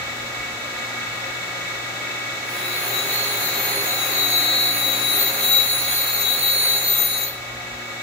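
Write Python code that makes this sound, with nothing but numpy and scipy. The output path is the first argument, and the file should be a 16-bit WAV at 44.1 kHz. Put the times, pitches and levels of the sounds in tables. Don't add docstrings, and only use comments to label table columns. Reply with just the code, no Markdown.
import sys
import numpy as np
from scipy import signal
from scipy.fft import rfft, irfft, next_fast_len
from scipy.io import wavfile
from scipy.ndimage import uniform_filter1d

SR = 44100
rng = np.random.default_rng(int(sys.argv[2]) if len(sys.argv) > 2 else 0)


def master_out(mix):
    frames = np.transpose(np.atleast_2d(mix))
    ceiling = np.clip(frames, -1, 1)
    pcm = np.round(ceiling * 32767).astype(np.int16)
    wavfile.write(sys.argv[1], SR, pcm)


N = 353838
T = np.arange(N) / SR
SLOW_T = np.linspace(0, N / SR, 512)
FFT_SIZE = next_fast_len(N, True)
BINS_HZ = np.fft.rfftfreq(FFT_SIZE, 1 / SR)
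MAINS_HZ, WHEEL_HZ = 59.93, 59.865
MEET_S, RUN_OFF_S = 2.444, 7.24


def amp(db):
    return np.exp(np.asarray(db) * (np.log(10) / 20))


def unit_rms(x):
    return x / np.sqrt(np.mean(abs(x) ** 2) + 1e-20)


def over_time(rows):
    times_s, *columns = np.transpose(rows)
    return [np.interp(T, times_s, column) for column in columns]


def over_bins(rows):
    hz, value = np.transpose(rows)
    return np.interp(np.log(BINS_HZ + 1), np.log(hz + 1), value)


def pan(db):
    return unit_rms(amp(np.array([[db], [-db]]) / 2))


def drift(corner_hz, at=T):
    frames = 4096
    hz = np.fft.rfftfreq(frames, N / SR / frames)
    smooth = irfft(rfft(rng.standard_normal(frames)) / (1 + (hz / corner_hz) ** 2))
    return np.interp(at, np.linspace(0, N / SR, frames), unit_rms(smooth))


def swell(centre_s, length_s, at=T):
    return .5 ** (abs(2 * (at - centre_s) / length_s) ** 2.7)


def tones(lines):
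    frames = len(SLOW_T)
    offsets = np.round(np.fft.fftfreq(frames) * frames).astype(int)
    spectrum = np.zeros((2, len(BINS_HZ)), complex)
    for hz, envelope in lines:
        spectrum[:, round(hz * FFT_SIZE / SR) + offsets] += np.fft.fft(envelope) / frames
    return irfft(spectrum, FFT_SIZE)[:, :N] * FFT_SIZE / np.sqrt(2)


def rush(colour, resonances=(), pan_db=0, repeat=0, keep=.6):
    # (frequency [Hz], correlation)
    likeness = [(30, 0.6), (70, 0.99), (200, 1), (410, 0.99), (530, 1), (700, 0.13), (950, -0.013),
                (2300, -0.14), (4000, -0.11), (8000, 0.057)]
    comb = (1 - keep ** 2) / (1 - 2 * keep * np.cos(2 * np.pi * BINS_HZ / WHEEL_HZ) + keep ** 2)
    gain = amp(over_bins(colour)) * np.sqrt(1 - repeat + repeat * comb)
    for hz, width_hz, lift_db in resonances:
        gain *= np.sqrt(1 + (amp(lift_db) ** 2 - 1) / (1 + (2 * (BINS_HZ - hz) / width_hz) ** 2))
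    left, independent = rfft(rng.standard_normal((2, FFT_SIZE)))
    correlation = over_bins(likeness)
    right = correlation * left + np.sqrt(1 - correlation ** 2) * independent
    pair = np.array([left * amp(pan_db / 2), right / amp(pan_db / 2)])
    return unit_rms(irfft(gain * pair, FFT_SIZE)[:, :N])


def ring(force, hz, width_hz):
    r = np.exp(-np.pi * width_hz / SR)
    return unit_rms(signal.lfilter([1, 0, -1], [1, -2 * r * np.cos(2 * np.pi * hz / SR), r * r], force))


def patchy(x, depth_db, width_hz=900, length_s=.07):
    spectra = signal.stft(x, nperseg=512)[2]
    bins, frames = round(width_hz * 512 / SR), round(length_s * SR / 256)
    patches = uniform_filter1d(rng.standard_normal(spectra.shape[1:]), bins, 0)
    patches = unit_rms(uniform_filter1d(patches, frames, 1))
    return signal.istft(spectra * amp(depth_db * patches), nperseg=512)[1][:, :N]


def air(db=-54):
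    return amp(db) * rush([(1000, -12), (8000, -5), (15800, 4)])


def rumble(lumps_db=3):
    # (time [s], level [dB])
    levels = [(0, -50.5), (.7, -57), (1.8, -58), (2.5, -62), (5.55, -70), (5.65, -52), (6.8, -60),
              (7.5, -51), (8, -60)]
    level_db, = over_time(levels)
    colour = [(10, -8), (25, -13), (55, 7), (90, 3), (250, -41), (2000, -80)]
    return amp(level_db + lumps_db * drift(6.4)) * rush(colour)


def motor_hum(gain_db=-49, waver_db=2.5, blur_rad=0.19):
    # (harmonic, level [dB])
    harmonics = [(1, -41), (2, 2), (3, -18), (4, -15), (5, -8.5), (6, -6.5), (7, -21), (8, -27), (9, -7.5),
                 (10, -9.5), (11, -12.5), (12, -3.5), (13, -9), (14, -30), (15, -29)]
    # (time [s], harmonic, length [s], lift [dB])
    swells = [(.5, 4, 1.9, 12.5), (1.6, 3, 0.79, 11), (2.797, 6, 0.4, 15.5), (2.953, 12, 0.73, 5.5),
              (4.34, 12, 1.75, 11.5), (6.3, 12, 1.6, 6.5), (4.45, 6, 1.6, 11), (4.5, 2, 1.9, 2.5),
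              (4.6, 5, 1.64, 14.5), (5.053, 4, 1.4, 17), (7.844, 4, 0.75, 13.5), (7.9, 6, 0.62, 4)]
    lines = []
    for k, harmonic_db in harmonics:
        phase = 2 * np.pi * rng.random() + blur_rad * np.sqrt(k) * drift(8.8, SLOW_T)
        apart_rad = np.array([[0], [0.0082 + 0.28 * min(k / 10, 1) ** 2]])
        swell_db = sum(lift * swell(s, length, SLOW_T) for s, order, length, lift in swells if order == k)
        level_db = gain_db + harmonic_db + swell_db + waver_db * np.sqrt(k / 8) * drift(11, SLOW_T)
        lines.append((k * MAINS_HZ, amp(level_db) * np.exp(1j * (phase + apart_rad))))
    return tones(lines)


def rotor(gain_db=0.5, waver_db=3.3, blur_rad=0.62):
    # (frequency [Hz], level [dB])
    partials = [(177.6, -64.5), (242.2, -62.5), (269.2, -63), (328, -62), (532.9, -53), (559.9, -53),
                (750, -56), (807.5, -58), (838, -59), (866.7, -53), (885, -60), (909, -62), (1082, -53),
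                (1147, -58)]
    lines = []
    for hz, line_db in partials:
        phase = 2 * np.pi * rng.random() + blur_rad * drift(9.2, SLOW_T)
        apart_rad = np.array([[0], [2 * min(hz / 800, 1) ** 2]])
        level_db = gain_db + line_db + waver_db * drift(8.2, SLOW_T)
        lines.append((hz, amp(level_db) * np.exp(1j * (phase + apart_rad))))
    return tones(lines)


def whirr(gain_db=-34):
    # (frequency [Hz], relative density [dB])
    colour = [(30, -41), (110, -10.5), (180, -11), (350, -8), (1000, -7), (1800, -6), (2200, -10),
              (2420, -9), (2900, -10), (3900, -9.5), (5000, -14.5), (7300, -14.5), (8050, -19), (8350, -26),
              (15800, -27)]
    # (frequency [Hz], width [Hz], lift [dB])
    housing = [(582, 76, 1.5), (733, 130, 3.5), (1970, 91, 4.5), (2194, 34, 2)]
    return amp(gain_db) * rush(colour, housing, pan_db=1, repeat=0.11, keep=0.88)


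def bearings(gain_db=-0.32, waver_db=2.33, wander_s=3e-5, blur_rad=0.39, rough_db=1, pan_spread_db=3):
    # (frequency [Hz], level [dB], left-right [dB], phase between microphones [rad])
    whine = [(1231.8, -42.6, 5, -0.2), (1351.5, -48.2, -1, 1.6), (1425.2, -48.1, -2, 0.2),
             (1656.5, -47.2, 11, -2.0), (1680.5, -47.2, -1, -0.8), (1877.4, -47.3, 1, -2.7),
             (1913.4, -44.4, 8, -1.2), (1961.5, -44.4, 2, -1.3), (1985.8, -48.4, -1, 1.9),
             (1997.2, -49.2, -1, 2.4), (2164.4, -47.4, 7, 1.8), (2200.4, -44.6, 7, 0.8),
             (2218.3, -46.5, 2, 1.2), (2236.4, -39, -3, -0.5), (2266.4, -47.6, -1, -1.1),
             (2284.5, -48.1, 10, -0.5), (2607.2, -46.5, 6, -2.3), (2643.2, -44.3, 0, -2.4),
             (3512.9, -47.5, -4, -2.8), (3527.7, -48.2, -7, 2.7), (3850.7, -48.2, 3, -2.7)]
    # (frequency [Hz], level [dB])
    faint_whine = [(1267, -55), (1297, -55), (1320, -54), (1377, -51), (1555, -52), (1614, -51),
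                   (1638, -51), (1708, -53), (1842, -53), (1901, -51), (1939, -50), (1949, -50),
                   (2033, -51), (2186, -53), (2320, -51), (2488, -55), (2621, -51), (2810, -56),
                   (2827, -58), (2876, -58), (3461, -54), (3576, -54), (3618, -55), (3667, -56),
                   (3747, -51), (3779, -53), (3899, -49), (4179, -54), (4496, -56), (5349, -61),
                   (5581, -59), (5653, -61), (5862, -57), (6142, -61), (6214, -60), (7263, -57.5),
                   (7311, -59), (7800, -59), (7896, -62)]
    # (time [s], length [s], lift [dB])
    flares = [(0.42, 0.041, 9), (2.24, 0.13, 5)]
    strongest_db = max(row[1] for row in whine)
    lead_s = wander_s * drift(0.73, SLOW_T)
    placed = [(hz, db, pan_spread_db * rng.standard_normal(), 2 * np.pi * rng.random())
              for hz, db in faint_whine]
    lines = []
    for hz, level_db, pan_db, apart_rad in list(whine) + placed:
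        phase = 2 * np.pi * (hz * lead_s + rng.random()) + blur_rad * drift(16, SLOW_T)
        phase = phase + np.array([[0], [apart_rad]])
        if level_db == strongest_db:
            level_db += sum(lift * swell(s, length, SLOW_T) for s, length, lift in flares)
        envelope = amp(level_db + waver_db * drift(48, SLOW_T)) * pan(pan_db)
        lines.append((hz, envelope * np.exp(1j * phase)))
    return amp(gain_db + rough_db * drift(20)) * tones(lines)


def spindle():
    # (time [s], whirr gain [dB], whine gain [dB])
    gains = [(0, 0.5, -0.5), (2.2, 1.3, 0.5), (3.5, 3, 0), (4.5, 0.5, 0), (6.5, -5.5, -3), (7.3, -3, -4.5),
             (8, -2.5, -3)]
    whirr_db, whine_db = over_time(gains)
    return amp(whirr_db) * whirr() + amp(whine_db) * bearings()


def contact(rise_s=0.17, decay_s=.075):
    bite = 1 - np.exp(-np.maximum(T - MEET_S, 0) / rise_s)
    return bite * np.exp(-np.maximum(T - RUN_OFF_S, 0) / decay_s)


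def excitation(decay_s=0.027):
    return contact(rise_s=0.66, decay_s=decay_s)


def grit_gain(runout_db=-0.1, rough_db=0.9):
    grains = drift(200)
    grains -= uniform_filter1d(grains, round(SR / WHEEL_HZ))
    return amp(runout_db * np.sin(2 * np.pi * WHEEL_HZ * T) + rough_db * grains)


def first_bite(gain_db=-43, hz=10400, width_hz=420, fade_db_per_s=5):
    zing = ring(ring(rng.standard_normal((2, N)), hz, width_hz), hz, width_hz)
    return amp(gain_db - fade_db_per_s * (T - MEET_S)) * contact(rise_s=.06) * zing


def steel_ringing(gain_db=1.36, waver_db=2.5):
    # (frequency [Hz], width [Hz], level [dB])
    modes = [(6528, 8, -52), (6584, 7, -42.5), (6622, 14, -46), (6642, 10, -43), (6706, 7, -49),
             (7008, 7, -50), (7064, 11, -45.5), (7097, 12, -46), (7127, 7, -45), (7186, 8, -50),
             (15208, 10, -43.5)]
    # (time [s], mode [Hz], length [s], lift [dB])
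    flares = [(2.93, 7097, .15, 7), (5.79, 15208, .17, 9), (6.615, 7127, .06, 11)]
    out = np.zeros((2, N))
    for hz, width_hz, mode_db in modes:
        flare_db = sum(lift * swell(s, length) for s, mode_hz, length, lift in flares if mode_hz == hz)
        level_db = gain_db + mode_db + flare_db + waver_db * drift(7.2)
        out += amp(level_db) * ring(rng.standard_normal((2, N)), hz, width_hz)
    return pan(db=1) * excitation() * grit_gain() * out


def cut(hiss_db=15, roar_db=7.5, shudder_db=-10, bite_db=1.26):
    # (time [s], grit contact [dB], push on the table [dB])
    load = [(2.6, -45, -38), (3.1, -43, -39), (4.2, -42.5, -37), (4.7, -42.5, -38), (5.3, -40.5, -37),
            (6.1, -42.5, -39), (6.7, -42, -38.5), (7.2, -46.5, -44)]
    # (frequency [Hz], relative density [dB])
    hiss_colour = [(1200, -13.5), (2600, -6), (3400, 7.5), (4250, 8.5), (4500, 2.5), (5100, -7), (6200, 0),
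                   (6850, 5), (7700, -4), (9400, -6.5), (10100, 5), (11150, 5), (11500, 0), (13900, -1),
                   (14400, 9.5), (15800, 5.5)]
    # (frequency [Hz], relative density [dB])
    roar_colour = [(60, -35), (170, -23), (320, -33), (480, 0.5), (750, 3.5), (1000, 4), (1400, 6),
                   (2100, 4.5), (2700, 11.5), (4500, -50)]
    # (frequency [Hz], width [Hz], lift [dB])
    chuck = [(536.5, 34, 13), (748, 78, 5.5), (823, 24, 9), (1240, 560, 7), (1667, 34, 7.5),
             (2020, 150, 6.5), (2116, 89, 7), (2500, 63, 4.5)]
    # (frequency [Hz], relative density [dB])
    shudder_colour = [(50, -29), (120, 7), (200, 1), (280, 5.5), (350, 6), (450, 7), (800, -36)]
    # (time [s], length [s], level [dB])
    drones = [(3.137, 0.54, -38), (3.708, 0.32, -38), (4.192, 0.18, -40), (5.304, 0.73, -42.5),
              (6.63, 1, -44)]
    grit_db, push_db = over_time(load)
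    beam_db = over_bins([(4000, 2), (8000, 1), (11000, 0), (13000, -3), (15500, 5)])
    hiss = patchy(rush(hiss_colour, pan_db=beam_db, repeat=0.46, keep=0.57), depth_db=3.1)
    hiss *= amp(hiss_db + grit_db) * grit_gain()
    roar = rush(roar_colour, chuck, repeat=0.19, keep=0.7) * amp(roar_db + bite_db * drift(45))
    shudder = amp(shudder_db) * rush(shudder_colour)
    drone = ring(rng.standard_normal(N), hz=400.9, width_hz=9.3)
    drone *= sum(amp(db) * swell(s, length) for s, length, db in drones)
    return contact() * (hiss + amp(push_db) * (roar + shudder)) + drone


def squeal(gain_db=3, waver_db=1.8, blur_rad=0.18, echo_rad=0.6, fade_db=2, dropout_db=-10, ref_s=3.77):
    modes = {"low": (3892.8, 8.5, -.3, .008, .12), "second": (4250, -7, 2.6, .03, .22),
             "middle": (9877, -2, 1.3, .08, .2), "upper": (10477, -1, 1.8, .3, .3),
             "high": (13532, 12, .8, .2, .13), "top": (14246, 9, -.3, .45, .2)}
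    simmers = {"low": (-32, -0.11, 0.026), "second": (-35.5, 0.88, 0.069), "middle": (-45.5, .2, 0.023),
               "upper": (-45.5, 2.5, 0.028), "high": (-41.5, 3.1, 0.04), "top": (-43, .8, .04)}
    # (time [s], mode, length [s], level [dB])
    surges = [(2.745, "low", 0.053, -36), (2.773, "second", 0.087, -35.3), (2.918, "high", .156, -37),
              (2.986, "low", 0.098, -28), (3.152, "high", .061, -31), (3.205, "second", 0.17, -29.5),
              (3.594, "high", 0.31, -31), (3.743, "upper", 0.12, -38), (3.787, "second", 0.068, -31),
              (3.889, "middle", .087, -39.5), (3.94, "top", 0.031, -37), (4.032, "low", 0.044, -28.5),
              (4.197, "second", .19, -33), (4.212, "high", .284, -34), (4.23, "low", 0.11, -24.5),
              (4.357, "second", 0.11, -28.5), (4.36, "low", 0.075, -24.5), (4.375, "high", .057, -32),
              (4.52, "low", 0.44, -25.5), (4.58, "second", 0.28, -26.5), (4.86, "high", 0.24, -35),
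              (4.88, "low", 0.14, -25.5), (5.106, "low", 0.18, -25.5), (5.154, "middle", 0.094, -34),
              (5.2, "top", .065, -27), (5.22, "second", .043, -28), (5.222, "high", 0.14, -27),
              (5.275, "low", 0.052, -28), (5.458, "low", 0.066, -26.5), (5.453, "high", .078, -32),
              (5.494, "middle", 0.053, -36), (5.516, "top", .16, -29), (5.564, "high", 0.11, -26),
              (5.569, "low", 0.13, -18.5), (5.595, "second", .151, -36), (5.681, "high", 0.07, -27),
              (5.71, "second", 0.054, -26.5), (5.724, "low", .053, -28.4), (5.79, "upper", 0.22, -33.5),
              (5.95, "middle", .112, -34), (5.974, "second", 0.062, -30), (6.003, "high", 0.13, -24.5),
              (6.081, "top", .3, -34), (6.147, "high", .049, -29.7), (6.17, "second", 0.064, -32.5),
              (6.207, "high", .04, -28.5), (6.3, "low", 0.13, -24.5), (6.42, "second", 0.13, -33),
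              (6.438, "top", .072, -32), (6.464, "high", .061, -27), (6.48, "low", .115, -24.5),
              (6.52, "top", .061, -26), (6.602, "middle", 0.28, -34.3), (6.661, "second", 0.38, -27),
              (6.686, "top", .062, -29.6), (6.721, "low", 0.088, -24), (6.88, "second", .06, -33),
              (6.97, "high", 0.2, -21.5), (6.971, "top", .212, -36), (7.05, "upper", .12, -40),
              (7.053, "middle", 0.26, -37.5), (7.249, "high", .072, -31), (7.355, "low", 0.062, -43)]
    # (time [s], mode, length [s])
    dropouts = [(2.846, "low", 0.13), (3.066, "low", 0.03), (3.218, "low", 0.075), (3.522, "high", 0.044),
                (3.636, "low", 0.066), (3.785, "low", 0.14), (4.07, "second", 0.098), (4.296, "low", 0.013),
                (4.745, "low", 0.028), (4.95, "second", 0.22), (5.037, "top", .15), (5.328, "low", 0.029),
                (5.95, "low", .038), (6.14, "low", 0.031), (6.402, "low", .039), (6.814, "second", 0.043),
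                (6.89, "upper", .056), (7.012, "second", 0.13), (7.222, "second", 0.06),
                (7.238, "upper", 0.17)]
    turn_rad = 2 * np.pi * WHEEL_HZ * T
    throb = np.sin(turn_rad + drift(7)) + 0.11 * np.sin(2 * turn_rad + drift(3))
    out = np.zeros((2, N))
    for name, (hz, pan_db, apart_rad, noise_share, flutter) in modes.items():
        simmer_db, db_per_s, ring_out_s = simmers[name]
        simmer = excitation(ring_out_s) * amp(simmer_db + db_per_s * (T - ref_s) + waver_db * drift(21))
        surge_power = sum((amp(db) * swell(s, length, SLOW_T)) ** 2
                          for s, mode, length, db in surges if mode == name)
        dips = [swell(s, length, SLOW_T) for s, mode, length in dropouts if mode == name]
        dip_gain = amp(dropout_db * sum(dips, np.zeros_like(SLOW_T)))
        envelope = np.sqrt(simmer ** 2 + np.interp(T, SLOW_T, surge_power))
        envelope *= np.interp(T, SLOW_T, dip_gain)
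        phase = blur_rad * drift(14, SLOW_T) + np.array([[0], [apart_rad]])
        phase += echo_rad * np.array([drift(0.89, SLOW_T), drift(3.4, SLOW_T)])
        weaker_side = np.array([[pan_db < 0], [pan_db > 0]])
        fading = amp(fade_db * drift(12, SLOW_T) * weaker_side)
        tone = tones([(hz, fading * np.exp(1j * phase))])
        noise = ring(rng.standard_normal((2, N)), hz, width_hz=11)
        voice = np.sqrt(1 - noise_share) * tone + np.sqrt(noise_share) * noise
        out += amp(gain_db) * envelope * (1 + flutter * throb) * pan(pan_db) * voice
    return out


def scene():
    machine = motor_hum() + rotor() + rumble() + spindle()
    grinding = first_bite() + cut() + squeal() + steel_ringing()
    return machine + grinding + air()


def record(dry):
    edge_hz = 15720
    taps = signal.firwin(511, edge_hz, window=("kaiser", 9), fs=SR)
    return signal.oaconvolve(dry, taps[None], "same")


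dry = scene()
out = record(dry)
master_out(out)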